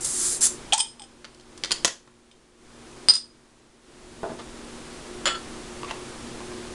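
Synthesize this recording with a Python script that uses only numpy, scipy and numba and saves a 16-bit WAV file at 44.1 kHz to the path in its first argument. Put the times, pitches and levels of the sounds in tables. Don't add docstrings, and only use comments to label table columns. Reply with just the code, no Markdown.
import sys
import numpy as np
from scipy import signal
from scipy.fft import rfft, irfft
from scipy.io import wavfile
from scipy.ndimage import minimum_filter1d
from numba import njit

SR = 44100
rng = np.random.default_rng(int(sys.argv[2]) if len(sys.argv) > 2 else 0)


def to_wav(sig):
    pcm = np.clip(np.atleast_2d(sig), -1, 1) * 32767
    pcm = np.round(pcm).astype(np.int16)
    wavfile.write(sys.argv[1], SR, pcm.T)


N = 297366

# (start [s], widest [s], end [s], level [dB], closing time [s])
GAS_SPURTS = [(.008, .26, .35, -17, .25), (.044, 0.048, 0.054, -18, .12), (.409, .44, 0.47, -8.5, .07)]
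# (frequency [Hz], relative density [dB])
JET_SPECTRUM = [(300, -37.5), (1000, -19.5), (1700, -15.5), (2700, -19.5), (4500, -9.5), (7000, -5),
                (10000, 0.5), (12500, -1.5)]
# (frequency [Hz], width [Hz], lift [dB])
GAP_RESONANCES = [(5000, 400, 3), (5900, 350, 2.7), (6500, 280, 5.4), (7360, 370, 9.6), (8200, 350, 5),
                  (9000, 430, 3.7)]
# (start [s], widest [s], end [s], level [dB], first pitch [Hz], last pitch [Hz])
NECK_HOOTS = [(0.727, 0.735, .748, -7.5, 741, 898), (0.781, 0.774, .81, -18, 1010, 858),
              (0.998, 1.006, 1.025, -30, 876, 785)]
# (time [s], cap peak [dB], neck peak [dB], contact cutoff [Hz], cap ring/crack [dB], rattle gap [s])
CAP_PRY_JERKS = [(.0495, -25, -39.5, 9000, -19, .002), (0.7235, -19, -6.5, 7000, -13.5, .0036),
                 (.733, 5.5, 1, 6500, -23, .0013), (.778, -3.5, -16, 12000, -8, .0015),
                 (.7925, -1, -20, 3200, 26, .003), (.8012, 1.5, -2.5, 12000, 4, .003),
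                 (.996, -18.5, -20.5, 8000, 6, .023), (2.3135, -32, -25, 4000, 6, .002)]
# (start [s], widest [s], end [s], level [dB], closing time [s])
BEER_FLOWS = [(5.874, 5.905, 5.914, -36.5, 0.036), (5.85, 5.9, 6.74, -60, .3)]

# (time [s], peak [dB], contact cutoff [Hz], ring/crack [dB], rattle gap [s])
OPENER_HITS = [(1.2445, -13.5, 3000, -5.5, .006), (1.3465, -25.5, 9000, -3, 0.0021),
               (1.398, -24, 5970, -5, .012), (1.5765, -22, 9740, -9.5, .003),
               (1.6365, -2.5, 5000, -7.5, 0.0097), (1.708, -8, 5000, -8, 0.0031),
               (1.7172, 4, 10000, 2, 0.0042), (1.847, 16.5, 8670, -13, .006),
               (1.8765, 4, 7000, -25, 0.0019), (2.0745, -22.5, 2000, -20, 0.0019)]
CAP_LANDINGS = [(3.0855, 15.7, 4930, 16, .0101), (3.137, 4.6, 11260, 6.1, .0158)]
GLASS_JUDDERS = [(4.2312, -14, 1400, -4, 0.0092), (4.293, -24, 1700, -11, 0.0081),
                 (4.3085, -22.5, 557, 8, .009), (4.389, -27, 2820, -26, .005)]
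GLASS_HITS = [(5.256, -8, 8500, 4.4, .007), (5.294, -20, 5000, 6, .005), (5.344, -25, 4470, 6, .004)]
BEER_SLAPS = [(5.832, -21.5, 3000, -6, .014), (5.9098, -16, 4050, -6.5, .003),
              (6.405, -29.5, 1500, -6, .008), (6.516, -29.5, 2000, -9, 0.0072)]

# (frequency [Hz], relative level [dB], T60 [s])
NECK_MODES = [(2470, -10, .03), (3040, -6, .045), (3170, -2, .02), (3300, 0, .018), (3440, -2, .02),
              (3620, -5, .02)]
HELD_CAP_MODES = [(3150, -16.5, 0.18), (5105, -1.5, 0.085), (5000, -11, .06), (8000, -9, 0.037),
                  (8100, -8, 0.06), (8340, 0.5, 0.071), (8930, -1, 0.097), (9200, -2.5, .04)]
FREE_CAP_MODES = [(3660, -32.5, .07), (4020, -25.5, 0.1), (4564, -16, 0.12), (4600, -30, 0.11),
                  (4963, -2.5, 0.081), (8140, -14, 0.061), (8650, -2.5, 0.032), (8780, -13, 0.086),
                  (10300, -21, 0.091), (12030, -19, 0.069)]
OPENER_MODES = [(1420, -28.5, .02), (3174, -0.5, 0.0085), (4340, 2.5, 0.007), (5060, 1, 0.011),
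                (7040, -4.5, 0.011), (9000, -7.5, .012), (9420, -4, 0.013)]
TABLE_MODES = [(236, -13.5, .06), (392, -1.5, 0.048), (643, -2.5, 0.067), (900, -2, 0.029),
               (1500, -15, 0.051)]
GLASS_MODES = [(554, -6, 0.1), (1255, -5.5, 0.09), (1350, -1, 0.14), (1473, 0, 0.051), (1790, -5.5, 0.066),
               (2110, -19, 0.069), (2660, -7, 0.059), (2954, -3.5, 0.093), (3280, 5, 0.04),
               (3444, -2.5, 0.062), (4260, -3, 0.06), (4580, -5, .12), (5104, -4, 0.064), (6850, -6, 0.043),
               (7100, 6, 0.045), (8000, -12, 0.14), (9400, -8, .05)]
POCKET_MODES = [(950, -4.5, 0.016), (1145, 2, 0.029), (2680, 5, 0.0074)]

# (frequency [Hz], relative density [dB])
PRY_SPECTRUM = [(100, -33.5), (700, -10), (2000, -10), (3500, -3.5), (6300, 3), (9000, 9), (12000, -12.5)]
OPENER_SPECTRUM = [(60, -35), (180, -10), (400, -3.5), (800, -7.5), (1500, 0), (2400, -7), (3300, -1.5),
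                   (6000, 1.5), (12000, -0.5)]
LANDING_SPECTRUM = [(150, -32), (700, -21), (1300, -4), (2200, -17), (3300, -1), (4500, 7), (6000, 3),
                    (12000, -14)]
DULL_SPECTRUM = [(60, -18), (200, -3), (700, 0), (1500, -2.5), (2300, -12.5), (4000, -5.5), (11000, -5.5)]
KNOCK_SPECTRUM = [(100, -34), (550, 3), (900, -4.5), (1500, 3), (2400, -4), (3300, -4), (5000, -5),
                  (6000, -12), (7200, -15), (11000, -8)]

# (frequency [Hz], relative density [dB])
ROOM_SPECTRUM = [(12, -4), (28, -2), (58, -6.5), (90, -12), (200, -10), (330, -6), (480, -10), (700, -14.5),
                 (1100, -14.5), (2000, -19.5), (4000, -21.5), (10000, -25), (11200, -28.5), (12500, -25.5)]
# (frequency [Hz], level [dB], width [Hz])
HUM_TONES = [(129.5, -56, 8), (236.1, -47.5, 2.7), (316.5, -54, 7.4), (360.7, -47, 2.8)]


def gas_hiss(sputter_db=0.87, sputter_hz=130):
    sputter = flicker(sputter_db, sputter_hz)
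    return spurts(GAS_SPURTS) * sputter * noise(JET_SPECTRUM, peaks=GAP_RESONANCES)


def neck_hoot(closing_s=.07, flutter_db=2, flutter_hz=120):
    out, t = 0, np.arange(N) / SR
    for start_s, widest_s, end_s, db, first_hz, last_hz in NECK_HOOTS:
        pitch_hz = np.interp(t, [start_s, end_s], [first_hz, last_hz])
        phase = 2 * np.pi * np.cumsum(pitch_hz) / SR
        out += spurts([(start_s, widest_s, end_s, db, closing_s)]) * np.sin(phase)
    return out * flicker(flutter_db, flutter_hz)


def neck_pops(contact_hz=5500, ring_db=7):
    pops = [(time_s, db, contact_hz, ring_db, gap_s) for time_s, _, db, _, _, gap_s in CAP_PRY_JERKS]
    return blows(rattle(pops, count=3, loss_db=1.5), NECK_MODES, PRY_SPECTRUM, crack_t60_s=0.021)


def cap_twangs():
    twangs = [(time_s, db, *contact) for time_s, db, _, *contact in CAP_PRY_JERKS]
    touches = rattle(twangs, count=3, loss_db=1.8)
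    return blows(touches, HELD_CAP_MODES, PRY_SPECTRUM, crack_t60_s=0.056)


def opener_clatter():
    touches = rattle(OPENER_HITS, count=3, loss_db=3.5, gap_ratio=1.15)
    return blows(touches, OPENER_MODES, OPENER_SPECTRUM, crack_t60_s=0.023)


def cap_drop():
    touches = rattle(CAP_LANDINGS, count=4, loss_db=1.3)
    return blows(touches, FREE_CAP_MODES, LANDING_SPECTRUM, crack_t60_s=0.059)


def glass_drag():
    touches = rattle(GLASS_JUDDERS, count=5, loss_db=0.5, gap_ratio=1.1)
    return blows(touches, TABLE_MODES, DULL_SPECTRUM, crack_t60_s=0.063)


def glass_knocks():
    touches = rattle(GLASS_HITS, count=4, loss_db=0.25, gap_ratio=1.03)
    return blows(touches, GLASS_MODES, KNOCK_SPECTRUM, crack_t60_s=0.091)


def beer_bubbles(rate_per_s=1500, q=7, low_hz=700, high_hz=3800, spread_db=4, pitches=18):
    strengths = from_db(spread_db * rng.standard_normal(N))
    kicks = strengths * (rng.random(N) < rate_per_s / SR)
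    pitch_index = rng.integers(0, pitches, N)
    bubbles = sum(resonate(kicks * (pitch_index == k), hz, hz / q) * np.sqrt(hz)
                  for k, hz in enumerate(np.geomspace(low_hz, high_hz, pitches)))
    return spurts(BEER_FLOWS) * rms_one(bubbles)


def beer_slaps():
    touches = rattle(BEER_SLAPS, count=2, loss_db=4)
    return blows(touches, POCKET_MODES, DULL_SPECTRUM, crack_t60_s=0.026)


def room(x, echo_db=-11, t60_s=0.26, first_echo_s=.005, wall_cutoff_hz=9000):
    t = np.arange(SR // 2) / SR
    echoes = rng.standard_normal(len(t)) * decay(t, t60_s) * (t > first_echo_s)
    echoes = low_pass(echoes, wall_cutoff_hz, order=1)
    return x + from_db(echo_db) * signal.fftconvolve(x, echoes / np.linalg.norm(echoes))[:N]


def background(noise_db=-39, waver=0.63):
    out, t = from_db(noise_db) * noise(ROOM_SPECTRUM), np.arange(N) / SR
    for hz, db, width_hz in HUM_TONES:
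        tone = np.sqrt(2) * np.sin(2 * np.pi * (hz * t + rng.random()))
        narrow_noise = rms_one(resonate(rng.standard_normal(N + SR), hz, width_hz)[SR:])
        out += from_db(db) * rms_one(tone + waver * narrow_noise)
    return out


def rattle(rows, count, loss_db, gap_ratio=.86):
    return [(time_s + gap_s * np.sum(gap_ratio ** np.arange(k)), db - loss_db * k ** 2, cutoff, ring_db)
            for time_s, db, cutoff, ring_db, gap_s in rows for k in range(count)]


def blows(touches, modes, crack_spectrum, crack_t60_s):
    size = SR // 3
    t, out = np.arange(size) / SR, np.zeros(N + size)
    hz, mode_db, t60_s = np.transpose(modes)
    rings = np.sin(2 * np.pi * hz[:, None] * t) * decay(t, t60_s[:, None])
    for time_s, peak_db, contact_hz, ring_db in touches:
        weights = from_db(mode_db + rng.uniform(-2.4, 2, len(hz))) * rng.choice([-1, 1], len(hz))
        ring = from_db(ring_db) * peak_one(weights @ rings)
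        crack = peak_one(noise(crack_spectrum, size) * decay(t, crack_t60_s))
        start = round(time_s * SR)
        out[start:start + size] += from_db(peak_db) * peak_one(low_pass(crack + ring, contact_hz))
    return out[:N]


def spurts(rows, onset_s=.012, swell_db=9.5, sag_db=4, silent_db=-100):
    gain, t = 0, np.arange(N) / SR
    for start_s, widest_s, end_s, db, closing_s in rows:
        times_s = [start_s - onset_s, start_s, widest_s, end_s, end_s + closing_s]
        levels_db = [silent_db, db - swell_db, db, db - sag_db, silent_db]
        gain += from_db(np.interp(t, times_s, levels_db))
    return gain


def flicker(depth_db, cutoff_hz):
    return from_db(depth_db * rms_one(low_pass(rng.standard_normal(N), cutoff_hz)))


def noise(spectrum, size=N, peaks=()):
    hz = np.maximum(np.fft.rfftfreq(size, 1 / SR), 1)
    points_hz, points_db = np.transpose(spectrum)
    db = np.interp(np.log(hz), np.log(points_hz), points_db)
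    for centre_hz, width_hz, lift_db in peaks:
        db += lift_db / (1 + (2 * (hz - centre_hz) / width_hz) ** 2)
    return rms_one(irfft(rfft(rng.standard_normal(size)) * from_db(db), size))


def resonate(x, hz, width_hz):
    radius = np.exp(-np.pi * width_hz / SR)
    feedback = [1, -2 * radius * np.cos(2 * np.pi * hz / SR), radius ** 2]
    return signal.lfilter([1, 0, -1], feedback, x + 1e-18)


def low_pass(x, hz, order=2):
    return signal.sosfilt(signal.butter(order, hz, fs=SR, output="sos"), x)


def decay(t, t60_s):
    return np.exp(-np.log(1000) * t / t60_s)


def from_db(db):
    return 10 ** (np.asarray(db) / 20)


def rms_one(x):
    return x / np.sqrt(np.mean(x ** 2) + 1e-20)


def peak_one(x):
    return x / np.max(np.abs(x))


@njit
def ride_gain(allowed, gain, attack_samples, hold_samples, release_samples):
    out, waited = np.empty(len(allowed)), 0
    for i in range(len(allowed)):
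        waited += 1
        if allowed[i] < gain:
            gain *= (allowed[i] / gain) ** (1 / attack_samples)
            waited = 0
        elif waited > hold_samples:
            gain += (1 - gain) / release_samples
        out[i] = gain
    return out


def gain_control(x, ceiling_db=-2.0, start_db=-3, attack_s=0.0009, hold_s=0.71, release_s=0.78):
    peaks = -minimum_filter1d(-np.abs(x), size=240)
    allowed = from_db(ceiling_db) / (peaks + 1e-9)
    return x * ride_gain(allowed, float(from_db(start_db)), attack_s * SR, hold_s * SR, release_s * SR)


def scene():
    bottle = gas_hiss() + neck_hoot() + neck_pops() + cap_twangs()
    clatter = opener_clatter() + cap_drop()
    glass = glass_drag() + glass_knocks()
    beer = beer_bubbles() + beer_slaps()
    return (room(bottle + clatter + glass + beer) + background())[None]


def record(dry, mic_band_hz=12150, stop_hz=11050, stop_db=15.5, clip_level=.78, cutoff_hz=16500):
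    levelled = gain_control(low_pass(dry[0], mic_band_hz, order=20))
    dulled = signal.sosfilt(signal.cheby2(6, stop_db, stop_hz, fs=SR, output="sos"), levelled)
    oversampled = signal.resample_poly(dulled, 4, 1)
    clipped = signal.resample_poly(np.clip(oversampled, -clip_level, clip_level), 1, 4)
    return low_pass(clipped, cutoff_hz, order=16)[None]


dry = scene()
out = record(dry)
to_wav(out)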